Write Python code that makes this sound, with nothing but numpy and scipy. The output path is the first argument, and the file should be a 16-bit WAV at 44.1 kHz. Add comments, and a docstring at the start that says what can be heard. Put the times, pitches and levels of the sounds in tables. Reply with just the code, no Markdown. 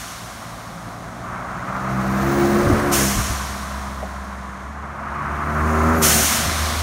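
"""Open concrete lot: a twin-turbo V6 pickup accelerates past twice, one pass fading into the next.
The exhaust's crank orders climb over the roar of knobbly tyres and the turbos whistle up to speed.
Each time the throttle shuts, the blow-off valve dumps the boost in a sudden hiss.
Tyres slap over slab joints; the truck's wake buffets the small mono microphone."""
import sys
import numpy as np
from scipy.fft import rfft, irfft, next_fast_len
from scipy.io import wavfile

SR = 44100
rng = np.random.default_rng(int(sys.argv[2]) if len(sys.argv) > 2 else 0)


def generate_wav(signal):
    """Clip the signal to [-1, 1] and save it as 16-bit WAV at the path in sys.argv[1]."""
    frames = np.transpose(np.atleast_2d(signal))
    scaled = np.clip(frames, -1, 1) * 32767
    pcm = np.round(scaled).astype(np.int16)
    wavfile.write(sys.argv[1], SR, pcm)


N = 300762


def from_db(db):
    """Decibels to gain."""
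    return 10 ** (np.asarray(db) / 20)


def rms_one(x):
    """Scale to rms 1."""
    return x / np.sqrt(np.mean(x ** 2) + 1e-20)


def clock():
    """Sample times in s."""
    return np.arange(N) / SR


def in_time(curve):
    """Interpolate (t/s, value) rows at every sample."""
    return np.interp(clock(), *np.transpose(curve))


def filtered(x, response):
    """Apply a gain given as a function of f/Hz."""
    size = next_fast_len(N + 4096)
    hz = np.maximum(np.arange(size // 2 + 1) * SR / size, 1)
    return irfft(rfft(x, size) * response(hz), size)[..., :N]


def turbulence(spectrum):
    """Noise shaped by (f/Hz, density/dB) rows; rms 1."""
    points_hz, db = np.transpose(spectrum)

    def response(hz):
        return from_db(np.interp(np.log(hz), np.log(points_hz), db, left=-90, right=-90))
    return rms_one(filtered(rng.standard_normal(N), response))


def drift(rate_hz):
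    """Smooth random motion up to about rate_hz; rms 1."""
    coarse_s = clock()[::16]
    hz = np.arange(len(coarse_s) // 2 + 1) / coarse_s[-1]
    white = rng.standard_normal(len(coarse_s))
    slow = irfft(rfft(white) / (1 + (hz / rate_hz) ** 4), len(coarse_s))
    return np.interp(clock(), coarse_s, rms_one(slow))


def narrow_noise(centre_hz, width_hz):
    """Breathy tone round a steady or moving centre; rms 1."""
    phase = 2 * np.pi * np.cumsum(centre_hz * np.ones(N)) / SR
    return drift(width_hz) * np.cos(phase) + drift(width_hz) * np.sin(phase)


def swell(peak_s, sigma_s):
    """Gaussian envelope."""
    return np.exp(-0.5 * np.minimum(((clock() - peak_s) / sigma_s) ** 2, 100))


def peaks_db(peaks, hz):
    """Summed bell curves (f/Hz, width/Hz, gain/dB) at hz."""
    return sum(db * np.exp(-2 * np.minimum(((hz - centre_hz) / width_hz) ** 2, 20))
               for centre_hz, width_hz, db in peaks)


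def second_pass(midpoint_s=4.75, fade_s=0.186):
    """Share of the second pass, 0 to 1."""
    return np.clip((clock() - midpoint_s) / fade_s + 0.5, 0, 1)


def drive(reference_m=4):
    """Truck state: distance gain/dB, load, bearing (-1 approaching, 1 receding)."""
    passes = [(2.45, 9, 4.0), (6.351, 9, 3.3)]  # abreast t/s, speed/(m/s), closest distance/m
    throttle = [(0, 0.33), (1.05, 0.5), (1.55, 0.45), (2.15, 0.79), (2.4, 0.92), (3.04, 0.88), (3.2, 0.22),
                (4.6, 0.16), (4.85, .37), (5.45, 0.74), (5.7, 1), (5.97, 1), (6.2, 0.77), (6.28, .16),
                (6.82, 0.16)]  # t/s, load 0-1
    second = second_pass()
    distance_m, bearing = 0, 0
    for share, (abreast_s, speed_m_s, closest_m) in zip((1 - second, second), passes):
        along_m = speed_m_s * (clock() - abreast_s)
        range_m = np.hypot(along_m, closest_m)
        distance_m += share * range_m
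        bearing += share * along_m / range_m
    return -20 * np.log10(distance_m / reference_m), in_time(throttle), bearing


def heard(truck, db, spreading, shut_loss_db, behind_db):
    """Source gain by distance, load and bearing; spreading 1 is the 1/r law."""
    near_db, load, bearing = truck
    return from_db(db + spreading * near_db - shut_loss_db * (1 - load) + behind_db * bearing)


def exhaust(truck, turns, crank_hz, waver_db=1.82, roughness=0.53):
    """Crank orders swell and dip as the revs change; uneven combustion shakes the rasp."""
    # clean orders: order, level/dB, spreading, shut-throttle loss/dB, gain from behind/dB
    low_orders = [(1, -40.5, 0.019, 7, 2), (2, -30, 0.34, 27.5, -3.2), (3, -27.5, 0.59, 17, 1.3),
                  (4, -29, 0.32, 39, 3.2), (5, -25, 1.05, 38.5, 1.5)]
    rasp_orders = [(1.5, -16), (2.5, -19), (3.5, -12.5), (4.5, -1.5), (5.5, -6.5), (6, 0.5), (6.5, -9),
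                   (7, 1), (7.5, -16), (8, -4.5), (9, -5.5), (9.5, -19), (10, -9), (11, -27), (12, -19)]  # order, level/dB
    peaks = [(66.7, 2.3, 9), (80.27, 14.3, 20), (116.3, 7.3, 3), (132.3, 15, 6.5), (197.2, 8.5, 9.5),
             (209, 3.6, 4.5), (242.5, 29, 5), (274.4, 7.4, 5.5), (350.7, 24, 7), (569, 32, 11.5)]  # narrow peaks imitating ground-reflection interference: f/Hz, width/Hz, gain/dB
    low, rasp = np.zeros((2, N))
    for order, *level in low_orders:
        gain = heard(truck, *level) * from_db(peaks_db(peaks, order * crank_hz) + waver_db * drift(6.9))
        low += gain * np.sin(2 * np.pi * (order * turns + rng.random()))
    for order, db in rasp_orders:
        gain = from_db(db + peaks_db(peaks, order * crank_hz)) * (1 + roughness * drift(25))
        rasp += gain * np.sin(2 * np.pi * (order * turns + rng.random()))
    rasp *= heard(truck, db=-36, spreading=0.92, shut_loss_db=21.5, behind_db=5)
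    return np.sqrt(2) * (low + rasp)


def tyres(truck, firing, throb=0.13, flutter_db=1.0):
    """Tread blocks pump air on concrete; the engine's beat ripples the upper roar."""
    hollow_spectrum = [(100, -3.5), (250, -3.5), (350, -11), (440, -11.5), (540, -4.5), (700, 3),
                       (840, -3.5), (1050, -22), (2000, -48)]  # f/Hz, density/dB
    tread_spectrum = [(500, -31), (820, -8.5), (1020, 2), (1200, 0.5), (1420, -2), (1700, -8),
                      (2200, -13.5), (4000, -41.5)]  # f/Hz, density/dB
    scrub_spectrum = [(1000, -50), (1500, 6), (1800, 2), (2200, -2.5), (2700, -12), (3500, -26),
                      (7000, -50)]  # f/Hz, density/dB
    tread_levels = [(0, -39), (1.18, -38.5), (1.33, -31), (1.55, -32.5), (1.7, -29), (2.35, -27),
                    (2.92, -24.5), (3.05, -30), (4, -34.5), (4.7, -37.5), (5.05, -30.5), (5.15, -27.5),
                    (5.55, -25), (5.93, -22), (6.15, -28), (6.82, -28.5)]  # slab to slab: t/s, level/dB
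    near_db, _, bearing = truck
    song_hz = 1250.4 + 11 * near_db - 65.04 * bearing  # sinks as the truck recedes
    song = from_db(-6) * narrow_noise(song_hz, width_hz=150)
    tread = from_db(in_time(tread_levels)) * rms_one(turbulence(tread_spectrum) + song)
    hollow = turbulence(hollow_spectrum)
    hollow *= heard(truck, db=-26.5, spreading=0.68, shut_loss_db=7.5, behind_db=0.6)
    scrub = turbulence(scrub_spectrum)
    scrub *= heard(truck, db=-31, spreading=0.8, shut_loss_db=10.5, behind_db=2.7)
    return hollow + (tread + scrub) * (1 + throb * firing) * from_db(flutter_db * drift(26))


def chassis(truck):
    """Low rumble of the rolling chassis."""
    spectrum = [(20, -34), (40, 1.5), (60, 5), (110, 4), (200, 4.5), (300, -2.5), (420, -8), (900, -50)]  # f/Hz, density/dB
    return heard(truck, db=-29.5, spreading=0.75, shut_loss_db=4.5, behind_db=1) * turbulence(spectrum)


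def air_rush(truck, firing, throb=0.045, flutter_db=0.75):
    """Intake and wheel-arch rush plus inlet-duct ring, pulsing with the cylinders."""
    rush_spectrum = [(1500, -28), (2600, -2.5), (3400, -3), (4300, -1.5), (5500, -2.5), (6500, -2.5),
                     (8000, -10), (11000, -28), (16000, -38)]  # f/Hz, density/dB
    sizzle_spectrum = [(3000, -22), (5000, -1), (6600, -7), (8000, 1), (9500, -1), (11500, -5),
                       (13000, -12), (16000, -28)]  # f/Hz, density/dB
    fine_spectrum = [(9500, -25), (11500, -4), (12500, 1), (14000, -1), (16000, -3)]  # finest hiss, close range only: f/Hz, density/dB
    duct_modes = [(6660, 915, -3), (9900, 479, -14)]  # f/Hz, width/Hz, level/dB
    rush = turbulence(rush_spectrum)
    rush *= heard(truck, db=-37.5, spreading=1.19, shut_loss_db=5, behind_db=3.2)
    sizzle = turbulence(sizzle_spectrum)
    sizzle *= heard(truck, db=-40, spreading=0.78, shut_loss_db=18.5, behind_db=3.5)
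    fine = turbulence(fine_spectrum)
    fine *= heard(truck, db=-46, spreading=2, shut_loss_db=17, behind_db=-2)
    ring = sum(from_db(db) * narrow_noise(hz, width_hz) for hz, width_hz, db in duct_modes)
    ring *= heard(truck, db=-40, spreading=1.5, shut_loss_db=33, behind_db=-4)
    return (rush + sizzle + fine + ring) * (1 + throb * firing) * from_db(flutter_db * drift(60))


def blow_off(opening_s=0.016, afterflow_rise_s=0.36, flutter_db=0.24):
    """The valve's jet weakens and dulls as boost drains; the coasting compressor blows on softly."""
    # opens t/s, level/dB, fall/(dB/s), shuts after/s, extra fall/(dB/s), edge level/dB,
    # edge decay/(1/s), afterflow level/dB, afterflow fall/(dB/s); the first opens before t = 0
    vents = [(-.55, -19.5, 32, 0.63, 21, -1.5, 1.9, -29.5, 12),
             (2.909, -18.5, 29.5, 0.4, 22, -3, 2.4, -24, 19.5),
             (6.011, -15, 17.5, .35, 72, -2.8, 0.97, -17.5, 13)]
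    jet_spectrum = [(700, -31), (1500, 3), (2200, 1.5), (3000, 0.5), (3800, -2.5), (4800, 1.5), (5700, 5),
                    (6600, 5.5), (7600, 2.5), (9200, -1.5), (12000, -5.5), (16000, -29)]  # f/Hz, density/dB
    edge_spectrum = [(3000, -32), (5500, -40), (6600, 4.5), (8000, 1), (9400, 4.5), (11000, 1), (13000, 1),
                     (16000, -1)]  # the jet's bright edge: f/Hz, density/dB
    afterflow_spectrum = [(1200, -1), (2100, 3), (2700, -2.5), (3500, 0), (5500, 0.5), (6600, -1.5),
                          (8000, -3), (9500, -5), (11500, -8.5), (13000, -11.5), (16000, -16)]  # f/Hz, density/dB
    echoes = [(.00097, -33), (.0034, -19.5)]  # off truck and concrete: delay/s, level/dB
    jet, edge, afterflow = np.zeros((3, N))
    for opens_s, db, fall, shuts_s, extra_fall, edge_db, dulling, after_db, after_fall in vents:
        age_s = np.maximum(clock() - opens_s, 0)
        lift = 1 - np.exp(-(age_s / opening_s) ** 2)
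        flow = lift * from_db(db - fall * age_s - extra_fall * np.maximum(age_s - shuts_s, 0))
        jet += flow
        edge += flow * from_db(edge_db) * np.exp(-dulling * age_s)
        rise = 1 - np.exp(-(age_s / afterflow_rise_s) ** 2)
        afterflow += rise * from_db(after_db - after_fall * age_s)

    def comb(hz):
        return 1 + sum(from_db(db) * np.exp(-2j * np.pi * hz * delay_s) for delay_s, db in echoes)
    hiss = jet * turbulence(jet_spectrum) + edge * turbulence(edge_spectrum)
    hiss *= from_db(flutter_db * drift(55))
    return filtered(hiss, comb) + afterflow * turbulence(afterflow_spectrum)


def lot(first_db=-54.5, second_db=-62):
    """Faint ambient hiss, quieter in the second pass."""
    spectrum = [(2500, -8), (3300, 5), (5000, -6), (6500, 6), (9000, -3), (11500, -10), (13000, -14),
                (16000, -26)]  # f/Hz, density/dB
    return from_db(first_db + (second_db - first_db) * second_pass()) * turbulence(spectrum)


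def wake(wander=0.301, eddies_db=-2.5):
    """Lumps of air hit the microphone port: a few uneven swings each, finer eddies inside."""
    buffets = [(0.549, -47, 0.034, 55.7), (0.885, -37, 0.017, 75), (2.67, -22, 0.017, 108.3),
               (2.736, -18, .02, 85.2), (2.71, -29, 0.1, 42.2), (3.186, -19, 0.021, 62.2),
               (3.311, -24, 0.023, 69), (6.232, -40, 0.022, 54), (6.478, -23, 0.018, 65.53)]  # t/s, level/dB, sigma/s, swing f/Hz
    eddy_spectrum = [(20, -32), (36, -24), (60, -16), (100, -3), (150, -15), (300, -18.5), (800, -44)]  # f/Hz, density/dB
    uneven_s = np.cumsum(1 + wander * drift(35)) / SR
    eddies = from_db(eddies_db) * turbulence(eddy_spectrum)
    out = np.zeros(N)
    for peak_s, db, sigma_s, hz in buffets:
        swing = np.sin(2 * np.pi * (hz * uneven_s + rng.random()))
        out += from_db(db) * swell(peak_s, sigma_s) * (swing + eddies)
    return out


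def turbo(climb_hz_s=12300, climb_db_s=54, sag_hz_s2=2800, sag_db_s=13):
    """The compressor blades' airy whistle climbs, tops out, then sags and fades."""
    spools = [(2.32, 15400, -45), (5.68, 17000, -57)]  # top of each climb: t/s, f/Hz, level/dB
    out = np.zeros(N)
    for top_s, top_hz, db in spools:
        before_s, after_s = np.maximum(top_s - clock(), 0), np.maximum(clock() - top_s, 0)
        hz = np.maximum(top_hz - climb_hz_s * before_s - sag_hz_s2 * after_s ** 2, 0)
        gain = from_db(db - climb_db_s * before_s - sag_db_s * after_s)
        out += gain * narrow_noise(hz, width_hz=400)
    return out


def joint_slaps(attack_s=0.0013):
    """Tyres strike slab joints: short bursts of band noise."""
    slaps = [(2.696, -10, 250, 0.016), (4.027, -26.5, 684, 0.019), (5.886, -18, 1324, .006),
             (5.908, -17.5, 1202, 0.018)]  # t/s, level/dB, f/Hz, decay/s
    out = np.zeros(N)
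    for hit_s, db, hz, decay_s in slaps:
        age_s = np.maximum(clock() - hit_s, 0)
        envelope = (1 - np.exp(-age_s / attack_s)) * np.exp(-age_s / decay_s)
        out += from_db(db) * envelope * narrow_noise(hz, width_hz=0.29 * hz)
    return out


def valve_seep():
    """Thin hiss as the blow-off valve starts to lift."""
    seeps = [(2.885, 11850, -46, 0.025), (5.996, 11700, -37, 0.023)]  # t/s, f/Hz, level/dB, sigma/s
    return sum(from_db(db) * swell(peak_s, sigma_s) * narrow_noise(hz, width_hz=1000)
               for peak_s, hz, db, sigma_s in seeps)


def scene():
    """The crank drives the exhaust and ripples tyres and air; both channels are alike."""
    crank_speed = [(0, 57.53), (.85, 56.8), (1.2, 60), (1.55, 59.84), (1.78, 64.73), (2.18, 65.66),
                   (2.32, 69.13), (2.5, 69.3), (2.78, 72.55), (3.08, 66.8), (3.7, 67.05), (4.62, 65.33),
                   (4.72, 70.9), (5.05, 70.94), (5.42, 73.3), (5.68, 77.94), (5.82, 77.96), (5.95, 81.4),
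                   (6.09, 75), (6.82, 77.3)]  # t/s, f/Hz
    truck = drive()
    crank_hz = in_time(crank_speed)
    turns = np.cumsum(crank_hz * (1 + 0.0022 * drift(24.5))) / SR
    firing = np.cos(2 * np.pi * 3 * turns)  # V6: three firings a turn
    engine = exhaust(truck, turns, crank_hz)
    rolling = tyres(truck, firing) + chassis(truck) + joint_slaps()
    intake = air_rush(truck, firing) + turbo()
    valve = blow_off() + valve_seep()
    return np.tile(engine + rolling + intake + valve + wake() + lot(), (2, 1))


def record(dry, low_cut_hz=27, high_cut_hz=15780, edge_hz=150):
    """Small microphone: deepest bass shed, treble rippled by the port, top cut steeply."""
    port = [(5000, 920, -3), (7690, 980, -3.5), (10400, 550, -4), (9050, 780, 0.5), (5440, 180, 2.5),
            (6560, 360, -0.5), (11150, 400, 1), (2480, 290, -0.5)]  # peaks and notches: f/Hz, width/Hz, gain/dB
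    coloured = filtered(dry, lambda hz: from_db(peaks_db(port, hz)) / np.hypot(1, (low_cut_hz / hz) ** 4))
    return filtered(coloured, lambda hz: np.clip((high_cut_hz - hz) / edge_hz + 0.5, 0, 1))


dry = scene()
out = record(dry)
generate_wav(out)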